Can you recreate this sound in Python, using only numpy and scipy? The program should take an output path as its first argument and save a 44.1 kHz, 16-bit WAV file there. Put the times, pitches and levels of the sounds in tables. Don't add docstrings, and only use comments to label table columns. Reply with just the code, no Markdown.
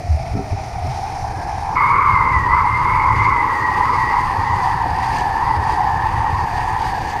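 import sys
import numpy as np
from scipy import signal
from scipy.fft import rfft, irfft
from scipy.io import wavfile
from scipy.ndimage import uniform_filter1d, map_coordinates

SR = 44100
rng = np.random.default_rng(int(sys.argv[2]) if len(sys.argv) > 2 else 0)


def put_to_file(sound):
    columns = np.atleast_2d(sound).T
    safe = np.clip(columns, -1, 1)
    whole_steps = np.round(safe * 32767)
    wavfile.write(sys.argv[1], SR, whole_steps.astype(np.int16))


N = 317520

CUT_S = 1.755
USUAL_HZ = 2000
# [t/s, thin line shedding f/Hz, thick line level/dB, thin line level/dB]
CALM_WIND = [(0, 1410, -31.5, -61), (.3, 1510, -31, -59), (1.1, 1592, -25, -54), (1.38, 1631, -24.5, -43),
             (1.75, 1674, -23, -42)]


def from_db(db):
    return 10 ** (np.asarray(db) / 20)


def rms_one(x):
    return x / np.sqrt(np.mean(x ** 2) + 1e-20)


def in_time(rows):
    s, *columns = np.transpose(rows)
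    return [np.interp(np.arange(N) / SR, s, column) for column in columns]


def across_cut(calm, windy):
    after = np.clip((np.arange(N) / SR - CUT_S) / .002, 0, 1)
    return (1 - after) * calm + after * windy


def drift(rate_hz):
    step, settle = 40, 2000
    pole = np.exp(-2 * np.pi * rate_hz * step / SR)
    noise = rng.standard_normal(N // step + settle + 2)
    slow = signal.lfilter([1], [1, -2 * pole, pole ** 2], noise)[settle:]
    return np.interp(np.arange(N) / step, np.arange(len(slow)), rms_one(slow - slow.mean()))


def coloured(spectrum, size, rate):
    points = np.array(spectrum)
    freq = np.fft.rfftfreq(size, 1 / rate)[1:]
    level_db = np.interp(np.log(freq), np.log(points[:, 0]), points[:, 1], left=-150, right=-150)
    gain = np.r_[0, from_db(level_db)]
    return rms_one(irfft(rfft(rng.standard_normal(size)) * gain, size))


def shedding(hz, spread):
    per_cycle = 16
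    wake = coloured(spread, 2 ** 18, per_cycle)
    position = np.cumsum(hz) / SR * per_cycle
    return map_coordinates(wake, [position], order=3, mode="wrap")


def bell(s, length):
    return .5 ** ((2 * (np.arange(N) / SR - s) / length) ** 2)


def bursts(rows, lengths):
    t, out = np.arange(N) / SR, np.zeros(N)
    phases = rng.random(len(rows))
    for (s, peak_db, hz), length, phase in zip(rows, lengths, phases):
        out += from_db(peak_db) * bell(s, length) * np.sin(2 * np.pi * (hz * (t - s) + phase))
    return out


def windy_air():
    # [t/s, shedding f/Hz]
    windy_pitch = [(1.76, 2090), (1.9, 2135), (2.09, 2140), (2.2, 2040), (2.33, 2075), (2.42, 1930),
                   (2.48, 1930), (2.57, 2120), (2.66, 2030), (2.8, 2035), (2.98, 2100), (3.14, 2020),
                   (3.27, 2125), (3.38, 2015), (3.45, 2040), (3.55, 1945), (3.83, 1925), (3.94, 2058),
                   (4.05, 1935), (4.17, 2030), (4.37, 1790), (4.48, 1947), (4.93, 1765), (5.05, 1900),
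                   (5.14, 1753), (5.38, 1760), (5.49, 1929), (5.6, 1800), (5.82, 1846), (5.95, 1703),
                   (6.1, 1860), (6.45, 1770), (6.8, 1800), (7.0, 1720), (7.2, 1790)]
    half_window_s = .4
    hz, = in_time(windy_pitch)
    air_db = 20 * np.log10(hz / USUAL_HZ)
    mean_db = uniform_filter1d(air_db, size=int(2 * half_window_s * SR), mode="nearest")
    return hz, mean_db, air_db - mean_db


def thick_line():
    # [multiple of shedding pitch, relative density/dB]
    thick_spread = [(.6, -39), (.72, -29), (.85, -3.5), (1.0, 1), (1.15, -6), (1.35, -18), (1.55, -25),
                    (1.9, -25.5), (2.4, -57)]
    # [t/s, level/dB]
    thick_windy = [(1.76, -14), (2.4, -16), (3.3, -15), (3.75, -17), (4.2, -17), (4.7, -17.5), (5.3, -19.5),
                   (6.3, -18.5), (7.2, -21)]
    pitch_ratio = 0.5
    pitch_per_mean, pitch_per_eddy = 1.15, 0.482
    level_per_eddy = 3.1
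    calm_hz, calm_db, _ = in_time(CALM_WIND)
    _, mean_db, eddy_db = windy_air()

    windy_hz = USUAL_HZ * from_db(pitch_per_mean * mean_db + pitch_per_eddy * eddy_db)
    hz = pitch_ratio * across_cut(calm_hz, windy_hz)
    hz = hz * (1 + .02 * drift(6))
    level_db = across_cut(calm_db, in_time(thick_windy)[0] + level_per_eddy * eddy_db)
    level_db = level_db + 0.94 * drift(7.6) + 1.05 * drift(42)

    calm_spread = [(multiple ** 1.044, density_db) for multiple, density_db in thick_spread]
    wake = across_cut(shedding(hz, calm_spread), shedding(hz, thick_spread))
    return from_db(level_db) * wake


def thin_line():
    # [multiple of shedding pitch, relative density/dB]
    thin_spread = [(.82, -42), (.92, -18.5), (.955, -0.5), (1.002, -6), (1.045, -0.5), (1.086, -11.5),
                   (1.2, -26.5), (1.45, -46)]
    # [t/s, length/s, pitch over shedding, locked share of power 0-1, whole line gain/dB]
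    locks = [(1.3, .16, .96, .4, 3), (1.8, .3, 1.02, .45, 1), (2.06, .28, 1.008, .7, 2),
             (2.31, .32, .985, .75, 2), (2.6, .32, 1.03, .55, -1.5), (3.16, .28, 1, .55, 2.5),
             (3.48, .32, .985, .6, 3), (3.96, .17, .985, .6, 3), (4.43, .14, 1, .4, 1.5),
             (5.1, .34, .993, .5, 3), (5.86, .22, 1, .45, 3), (7.05, .14, .985, .3, 1.5)]
    lock_edge_s = 0.036
    usual_db = -27
    level_per_mean, level_per_eddy = 6.2, 1.8
    calm_hz, _, calm_db = in_time(CALM_WIND)
    windy_hz, mean_db, eddy_db = windy_air()
    hz = across_cut(calm_hz, windy_hz)
    level_db = across_cut(calm_db, usual_db + level_per_mean * mean_db + level_per_eddy * eddy_db)

    wobble = 1 + .005 * drift(40)
    turns = np.cumsum(hz * wobble) / SR
    t, tone, locked = np.arange(N) / SR, 0, 0
    for s, length, ratio, share, gain_db in locks:
        hold = np.clip(np.minimum(t - s, s + length - t) / lock_edge_s, 0, 1)
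        tone = tone + np.sqrt(share) * hold * np.sin(2 * np.pi * ratio * turns)
        locked = locked + share * hold
        level_db = level_db + gain_db * hold
    tone = np.sqrt(2) * from_db(3.5 * drift(25)) * tone
    breath = np.sqrt(1 - np.clip(locked, 0, 1)) * shedding(hz, thin_spread)
    return from_db(level_db + 0.56 * drift(8)) * (tone + breath)


def buffeting():
    # [t/s, low buffet level/dB, upper buffet level/dB]
    gusts = [(0.0, -28.5, -42), (1.72, -28.5, -40), (1.8, -27, -34.5), (3.1, -21.5, -33.5), (3.5, -30, -32),
             (4.69, -25, -36.5), (5.6, -27.5, -33.5), (6.3, -24.5, -36), (7.2, -30.5, -35)]
    # [f/Hz, relative density/dB]
    low_colour = [(8.8, -34), (15, -3.5), (33, -4.5), (70, -0.5), (92, -0.5), (116, 0), (178, -13),
                  (220, -22), (290, -45), (480, -120)]
    high_colour = [(120, -22), (170, -4.5), (300, -1.5), (520, -4.5), (700, -11.5), (1400, -21.5),
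                   (2500, -22)]
    low_db, high_db = in_time(gusts)
    low = from_db(low_db + 1.77 * drift(17.6)) * coloured(low_colour, N, SR)
    high = from_db(high_db + 1.8 * drift(12.5)) * coloured(high_colour, N, SR)
    return low + high


def spray_level():
    # [t/s, swell/dB, full length at half the swell/s]
    splashes = [(0.661, 2, 0.067), (0.964, 5.5, .2), (1.208, 3.5, 0.17), (1.553, 1, 0.33),
                (1.867, 2.5, 0.11), (2.808, 2, 0.14), (3.214, 4, 0.13), (3.57, 2.5, .1), (4.059, 4, 0.59),
                (4.613, 4.5, 0.18), (5.046, 7, 0.11), (5.176, 8.5, 0.11), (5.703, 4, 0.11),
                (6.594, 4, 0.11), (6.859, 5.5, 0.1), (7.1, 5, 0.073)]
    start_db, rise_db_per_s = -47, 0.62
    swells_db = sum(swell_db * bell(s, length) for s, swell_db, length in splashes)
    return start_db + rise_db_per_s * np.arange(N) / SR + swells_db


def spray():
    # [f/Hz, relative density/dB]
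    calm_colour = [(650, -38), (1100, -10.5), (1190, -2), (1430, -9), (1560, -14), (1820, -3.5),
                   (2470, -4.5), (2790, -15.5), (3040, -13.5), (3390, -16), (5550, -8), (8050, -26),
                   (9380, -19), (11100, -31), (15000, -34)]
    windy_colour = [(1530, 7), (2600, -1), (2860, -4), (3150, -8), (4130, -10.5), (4710, -3), (5260, -11.5),
                    (6700, -14.5), (7370, -21), (8790, -16.5), (9670, -21.5), (10600, -20.5), (11400, -27),
                    (13300, -23.5), (15000, -35)]
    level_db = spray_level()
    mean_db = level_db.mean()
    calm = from_db(4.5) * coloured(calm_colour, N, SR)
    windy = from_db(6.5) * coloured(windy_colour, N, SR)
    lines, freq = rfft(across_cut(calm, windy)), np.fft.rfftfreq(N, 1 / SR)
    together, out = drift(45), 0
    edges = 1000 * 2 ** np.arange(0, 4.1, .5)
    for low, high in zip(edges, edges[1:]):
        band = irfft(lines * ((freq >= low) & (freq < high)), N)
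        share = np.interp(low, [2000, 3970, 5600, 8000, 12000], [0.57, 0.98, 0.98, .6, .5])
        swell_db = mean_db + share * (level_db - mean_db)
        out = out + from_db(swell_db + 1.03 * together + 0.9 * drift(4.3)) * band
    return out


def thumps():
    # [t/s, bell peak level/dB, swing f/Hz, full length at half height/s]
    heavy_gusts = np.array([(0.113, -11.5, 84, 0.035), (0.14, -9.5, 77, 0.056), (0.321, -16, 72, 0.02),
                            (0.349, -14.5, 108, 0.043), (0.544, -12, 96.0, 0.022), (0.844, -16, 88, 0.053),
                            (0.899, -16.5, 127, 0.036), (2.142, -14, 95.1, 0.0073),
                            (2.321, -13.5, 92.9, 0.0109), (2.374, -14.5, 70.9, 0.033),
                            (3.147, -18, 111.2, 0.06), (4.395, -13, 96, 0.021), (4.539, -19.5, 87.7, 0.037),
                            (5.59, -13.5, 83.9, 0.04), (6.146, -16, 87.3, 0.018)])
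    return bursts(heavy_gusts[:, :3], heavy_gusts[:, 3])


def mount():
    # [t/s, strength/dB before the modes and the softening]
    tugs = np.array([(.335, -27), (.352, -19), (0.371, -19), (0.393, -18), (0.411, -32), (0.464, -32.5),
                     (0.529, -25), (0.847, -28.5), (.87, -30)])
    # [f/Hz, relative level/dB before the softening, t60/s]
    modes = [(210.1, 2, 0.061), (281, -1, 0.12), (397, -4.5, 0.15), (1320, -3.5, .1)]
    at, out = [round(s * SR) for s in tugs[:, 0]], np.zeros(N)
    chance_db = rng.normal(0, 1.9, (len(tugs), len(modes)))
    for k, (hz, level_db, t60) in enumerate(modes):
        clicks = np.full(N, 1e-18)
        clicks[at] = from_db(tugs[:, 1] + level_db + chance_db[:, k])
        decay, w = from_db(-60 / (t60 * SR)), 2 * np.pi * hz / SR
        out += signal.lfilter([0, np.sin(w)], [1, -2 * decay * np.cos(w), decay ** 2], clicks)
    return signal.sosfilt(signal.butter(2, 500, fs=SR, output="sos"), out)


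def drops():
    # [t/s, bell peak level/dB, f/Hz]
    hits = [(4.988, -27, 4900), (5.148, -26, 5400), (5.186, -22, 6800), (5.209, -29, 5600)]
    return bursts(hits, np.full(len(hits), .0004))


def scene():
    lines = thick_line() + thin_line()
    housing = buffeting() + thumps() + mount()
    water = spray() + drops()
    return (lines + housing + water)[None]


def record(dry):
    cutoff_hz = 15165
    return signal.sosfilt(signal.ellip(10, .5, 70, cutoff_hz, fs=SR, output="sos"), dry)


dry = scene()
out = record(dry)
put_to_file(out)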